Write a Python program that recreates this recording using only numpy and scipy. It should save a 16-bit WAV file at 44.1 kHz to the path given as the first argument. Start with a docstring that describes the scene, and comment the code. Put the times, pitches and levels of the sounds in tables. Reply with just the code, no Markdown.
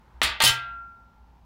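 """A steel tool knocks twice on the lid of a steel keg, close to one microphone in a quiet room.
Each blow cracks and rings the shell; tool, wire handle and lid chatter after it, and the keg rocks.
The second blow frees the lid: it scrapes off its seal and rattles in the opening, the seal pops,
the air in the keg booms, and the loose lid rings on over the room's low hum."""
import sys
import numpy as np
from scipy import signal
from scipy.fft import rfft, irfft
from scipy.io import wavfile
from scipy.ndimage import uniform_filter1d

SR = 44100
rng = np.random.default_rng(int(sys.argv[2]) if len(sys.argv) > 2 else 0)


def transcribe(signal):
    """Save signal, clipped to [-1, 1], as a 16-bit WAV file at the path in sys.argv[1]."""
    frames = np.atleast_2d(signal).T
    limited = np.clip(frames, -1, 1)
    pcm = np.round(limited * 32767).astype(np.int16)
    wavfile.write(sys.argv[1], SR, pcm)


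N = 63945
T = np.arange(N) / SR


def amp(db):
    """Decibels to gain."""
    return 10 ** (np.asarray(db) / 20)


def unit_rms(x):
    """Scales to rms 1."""
    return x / np.sqrt(np.mean(x ** 2) + 1e-20)


def read(points, hz):
    """Reads a table on a log-frequency axis."""
    f, value = np.transpose(points)
    return np.interp(np.log(hz + 1), np.log(f + 1), value)


def at(s, sound):
    """Starts a sound at s seconds."""
    return np.concatenate([np.zeros(round(s * SR)), sound])[:N]


def coloured(x, colour, tilt_db=0):
    """Gives x a spectrum, tilted per octave, at rms 1: a colour's levels are relative."""
    hz = np.fft.rfftfreq(N, 1 / SR)
    gain = amp(read(colour, hz) + tilt_db * np.log2(hz + 1))
    return unit_rms(irfft(rfft(x) * gain, N))


def noise(colour, tilt_db=0):
    """Steady coloured noise."""
    return coloured(rng.standard_normal(N), colour, tilt_db)


def fade(t, t60):
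    """Falls 60 dB in t60 seconds."""
    return 10 ** (-3 * t / t60)


def dying(x, t60s):
    """Lets each band die at its own speed."""
    hz, t, bands = signal.stft(x, SR, nperseg=256)
    bands = bands * fade(t, read(t60s, hz)[:, None])
    return signal.istft(bands, SR, nperseg=256)[1][:N]


def ring(modes, rise_s):
    """Decaying sines of a struck object."""
    waves = (amp(db) * fade(T, t60) * np.sin(2 * np.pi * hz * T) for hz, db, t60 in modes)
    return np.minimum(T / rise_s, 1) * sum(waves)


def wander(width_hz):
    """A smooth random complex signal of rms 1."""
    white = rng.standard_normal((N, 2)) @ [1, 1j]
    lowpass = np.exp(-(np.fft.fftfreq(N, 1 / SR) / width_hz) ** 2)
    smooth = np.fft.ifft(np.fft.fft(white) * lowpass)
    return smooth / np.sqrt(np.mean(abs(smooth) ** 2))


def shaken(modes, share, rise_s=1 / SR):
    """Modes whose strength and phase are shaken by chattering contact."""
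    out = np.zeros(N)
    for hz, db, t60 in modes:
        shake = np.sqrt(1 - share ** 2) + share * wander(width_hz=45.8)
        out += amp(db) * fade(T, t60) * (np.exp(2j * np.pi * hz * T) * shake).imag
    return np.minimum(T / rise_s, 1) * out


# The still room around the microphone (frequency [Hz], level [dB])
ROOM_TONE_COLOUR = [(20, -18.5), (40, -14.5), (58, 1.5), (80, -9), (125, -14), (230, -14.5), (340, -24),
                    (680, -28), (870, -13.5), (1100, -26.5), (2000, -35), (5500, -44.5), (9000, -54.5),
                    (16000, -51.5)]
def room_tone(hum_hz=58):
    """Faint steady noise and a low hum."""
    return amp(-57) * noise(ROOM_TONE_COLOUR) + amp(-56) * np.sin(2 * np.pi * hum_hz * T)


# Handling, barely heard even close up (frequency [Hz], level [dB])
RUB_COLOUR = [(25, -7.5), (100, 3.5), (300, -9.5), (600, -14), (1100, -7), (1500, -12), (2500, -23.5),
              (6000, -36), (16000, -46)]
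def handling(hold_s=.2):
    """A dull rub while the tool is brought down."""
    return amp(-60.5) * noise(RUB_COLOUR) * fade(np.maximum(T - hold_s, 0), t60=.3)


# Thuds down at the floor (time [s], level [dB])
THUDS = [(0.142, -41.5), (0.236, -27.5), (0.294, -33)]
def keg_rocking(hz=62.5, t60=.24):
    """The keg rocks on the floor around the first blow."""
    thud = ring([(hz, 0, t60)], rise_s=.011)
    return sum(at(s, amp(db) * thud) for s, db in THUDS)


# Blows on the lid, close up (time [s], clang level [dB], crack level [dB], shell level [dB])
KNOCKS = [(0.2167, -20, -9.5, -44.5), (0.4033, -20, -11, -21.5)]
# Spectra of the crack and of the clang behind it (frequency [Hz], level [dB])
CRACK_COLOUR = [(40, -22.5), (200, -9), (600, -3), (1500, 3.5), (2800, -2.5), (4500, -1), (6200, -15.5),
                (9000, -24), (16000, -29.5)]
CLANG_COLOUR = [(25, -32.5), (120, -16), (280, -12.5), (380, -14), (600, -12), (1250, 0.5), (1750, -2),
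                (2300, -0.5), (4300, -3.5), (5800, -16.5), (10000, -27.5), (16000, -35)]
# Die-away of the clang (frequency [Hz], t60 [s])
CLANG_T60 = [(100, 0.41), (700, .38), (1800, 0.4707), (4000, .36), (7000, .22), (15000, .1)]
CRACK_DECAY_S = .0027
def knocks():
    """Steel strikes steel: each blow is a sharp crack and a dense clang."""
    out = np.zeros(N)
    for s, clang_db, crack_db, _ in KNOCKS:
        crack = noise(CRACK_COLOUR) * np.exp(-T / CRACK_DECAY_S)
        clang = dying(noise(CLANG_COLOUR), CLANG_T60)
        out += at(s, amp(crack_db) * crack + amp(clang_db) * clang)
    return out


def keg_resonances(x, ripple_db=3, width_hz=40):
    """The keg's many crowded resonances ripple the spectrum of x."""
    bumps = unit_rms(uniform_filter1d(rng.standard_normal(N // 2 + 1), round(width_hz * N / SR)))
    cepstrum = irfft(np.log(amp(ripple_db * np.clip(bumps, -2, 2))), N)
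    gain = np.exp(rfft(2 * cepstrum * (np.arange(N) < N // 2)))  # causal: no ring ahead of a blow
    response = irfft(gain / np.sqrt(np.mean(abs(gain) ** 2)), N)[:N // 20]
    return signal.fftconvolve(x, response)[:N]


# Modes of the keg's wall (frequency [Hz], level [dB], t60 [s])
SHELL_MODES = [(696.5, -20.5, 1), (913, 0.5, 0.25), (933.8, -6.5, .3), (1252, -13, .25), (1890, 3, .28),
               (2581, -8.5, 0.39), (2627, -4, 0.37), (4279, -9, .2), (4280, -7, 0.33)]
def shell_ring():
    """The blows ring the keg's shell, the second far more strongly."""
    shell = shaken(SHELL_MODES, share=.45, rise_s=.01223)
    return sum(at(s, amp(db) * shell) for s, *_, db in KNOCKS)


# Die-away of the room (frequency [Hz], t60 [s])
ROOM_T60 = [(100, .4), (1000, 0.59), (3000, 0.4176), (7000, 0.2), (11000, 0.16), (15000, .12)]
def room_tail(x, delay_s=.006):
    """A short diffuse tail reaches the microphone just after the direct sound, well below it."""
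    tail = at(delay_s, dying(rng.standard_normal(N), ROOM_T60))
    return amp(-14.5) * signal.fftconvolve(x, tail / np.linalg.norm(tail))[:N]


# Chatter at the top of the keg (time [s], level [dB], treble tilt [dB/octave], tool level [dB])
CLINKS = [(0.2302, -31, 5.5, -30), (0.2338, -23.5, -2, -46), (0.2386, -26.5, 0.5, -46.5),
          (0.2459, -29, -3, -35), (0.273, -33, -5, -61.5), (0.4150, -36.5, 0.5, -53.5),
          (0.421, -23, 4.5, -24.5), (0.4385, -17, 4, -43.5), (0.4490, -16, 5, -34),
          (0.4530, -25.5, 0.5, -42.5), (0.4754, -20.5, 2, -28.5), (0.4924, -26, -5, -47),
          (0.5084, -32.5, -7, -53)]
# Spectrum of a clink (frequency [Hz], level [dB])
CLINK_COLOUR = [(25, -37), (150, -21.5), (350, -24.5), (700, -22), (1500, -7.5), (2600, 0.5), (4400, 1.5),
                (6000, -8), (10300, -11.5), (12300, -17), (15000, -20)]
# Die-away of a clink (frequency [Hz], t60 [s])
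CLINK_T60 = [(300, 0.09), (2500, .19), (7000, .13), (15000, .1)]
def clinks():
    """Tool, wire handle and lid touch in light, hard, bright contacts."""
    snap = 1 + amp(-.5) * np.exp(-T / CRACK_DECAY_S)
    out = np.zeros(N)
    for s, db, tilt_db, _ in CLINKS:
        clink = dying(noise(CLINK_COLOUR, tilt_db), CLINK_T60)
        out += at(s, amp(db) * snap * clink)
    return out


# Modes of the steel tool (frequency [Hz], level [dB], t60 [s])
TOOL_MODES = [(2088, 0, 0.2), (2187.6, -11, 0.21), (2511, -2, .27), (2823.5, -3.5, 0.2718), (3550, -4, .2),
              (5098, -9.5, .11), (6970, -9, 0.0999), (7241, -4, 0.19), (8000, -4, .12), (8545, 3.5, 0.073),
              (9931, -1.5, .09), (11400, -11, .08), (14243, -6.5, 0.07027), (14490, -3, .07)]
def tool_ring():
    """Each light contact rings the tool."""
    tool = shaken(TOOL_MODES, share=.59)
    return sum(at(s, amp(db) * tool) for s, *_, db in CLINKS)


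# The scrape at the rim, bright at close range (frequency [Hz], level [dB])
SCRAPE_COLOUR = [(25, -30), (130, -10.5), (330, -15), (900, -2.5), (1500, -10.5), (2700, -5), (4300, -3),
                 (6200, -7.5), (10300, -7.5), (12300, -14.5), (15200, -11.5)]
def lid_scrape(slips_per_s=7000, spread_db=2, rise_s=.004, hold_s=.0453):
    """A burst of tiny slips as the lid slides off its seat."""
    sizes = rng.standard_normal(N) * amp(spread_db * rng.standard_normal(N))
    slips = sizes * (rng.random(N) < slips_per_s / SR)
    envelope = np.minimum(T / rise_s, 1) * fade(np.maximum(T - hold_s, 0), t60=.11)
    return at(.436, amp(-22.5) * envelope * coloured(slips, SCRAPE_COLOUR))


# The dull pop at the keg's mouth (frequency [Hz], level [dB])
POP_COLOUR = [(25, -25.5), (70, -5.5), (200, -2), (320, -5.5), (600, -3), (1100, -1), (2500, -25.5),
              (8000, -50.5)]
def seal_pop(boom_hz=124.35, boom_db=-25.5, boom_t60=.46):
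    """The seal pops open and the air inside the keg booms."""
    pop = amp(-22) * noise(POP_COLOUR) * fade(T, t60=.07)
    boom = ring([(boom_hz, boom_db, boom_t60)], rise_s=.028)
    return at(.437, pop + boom)


# Modes of the lid, loose in the opening (frequency [Hz], level [dB], t60 [s])
LID_MODES = [(1593.6, -24, 0.64), (1979, -28.5, 0.45), (2210.1, -49.5, .8), (2571, -33, 0.57),
             (2812, -34.5, 0.45), (3063.7, -10.5, .22), (3617, -26.5, 0.31), (3947, -41, .36),
             (7063, -36, .12), (13561, -33.5, 0.11)]
def lid_ring(note_hz=1376.6, note_db=-30, note_t60=3.2, late_s=.346, late_fade_db_per_s=58):
    """The freed lid rings; the recorder's noise suppressor fades its longest note faster once faint."""
    late_fade = amp(-late_fade_db_per_s * np.maximum(T - late_s, 0))
    note = ring([(note_hz, note_db, note_t60)], rise_s=.007) * late_fade
    return at(.459, ring(LID_MODES, rise_s=.007) + note)


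def scene():
    """All that reaches the microphone, in mono; only the clatter has a room tail."""
    clatter = keg_resonances(knocks() + clinks() + lid_scrape()) + shell_ring() + tool_ring()
    keg = clatter + room_tail(clatter) + lid_ring() + keg_rocking() + seal_pop()
    return (keg + handling() + room_tone())[None]


def record(dry):
    """The microphone chain overloads softly on the peaks, then cuts the highest treble."""
    ceiling, edge_hz = .55, 15900
    rounded = ceiling * np.tanh(dry / ceiling)
    lowpass = signal.firwin(255, edge_hz, window=("kaiser", 9), fs=SR)
    return signal.oaconvolve(rounded, lowpass[None], "same")


dry = scene()
out = record(dry)
transcribe(out)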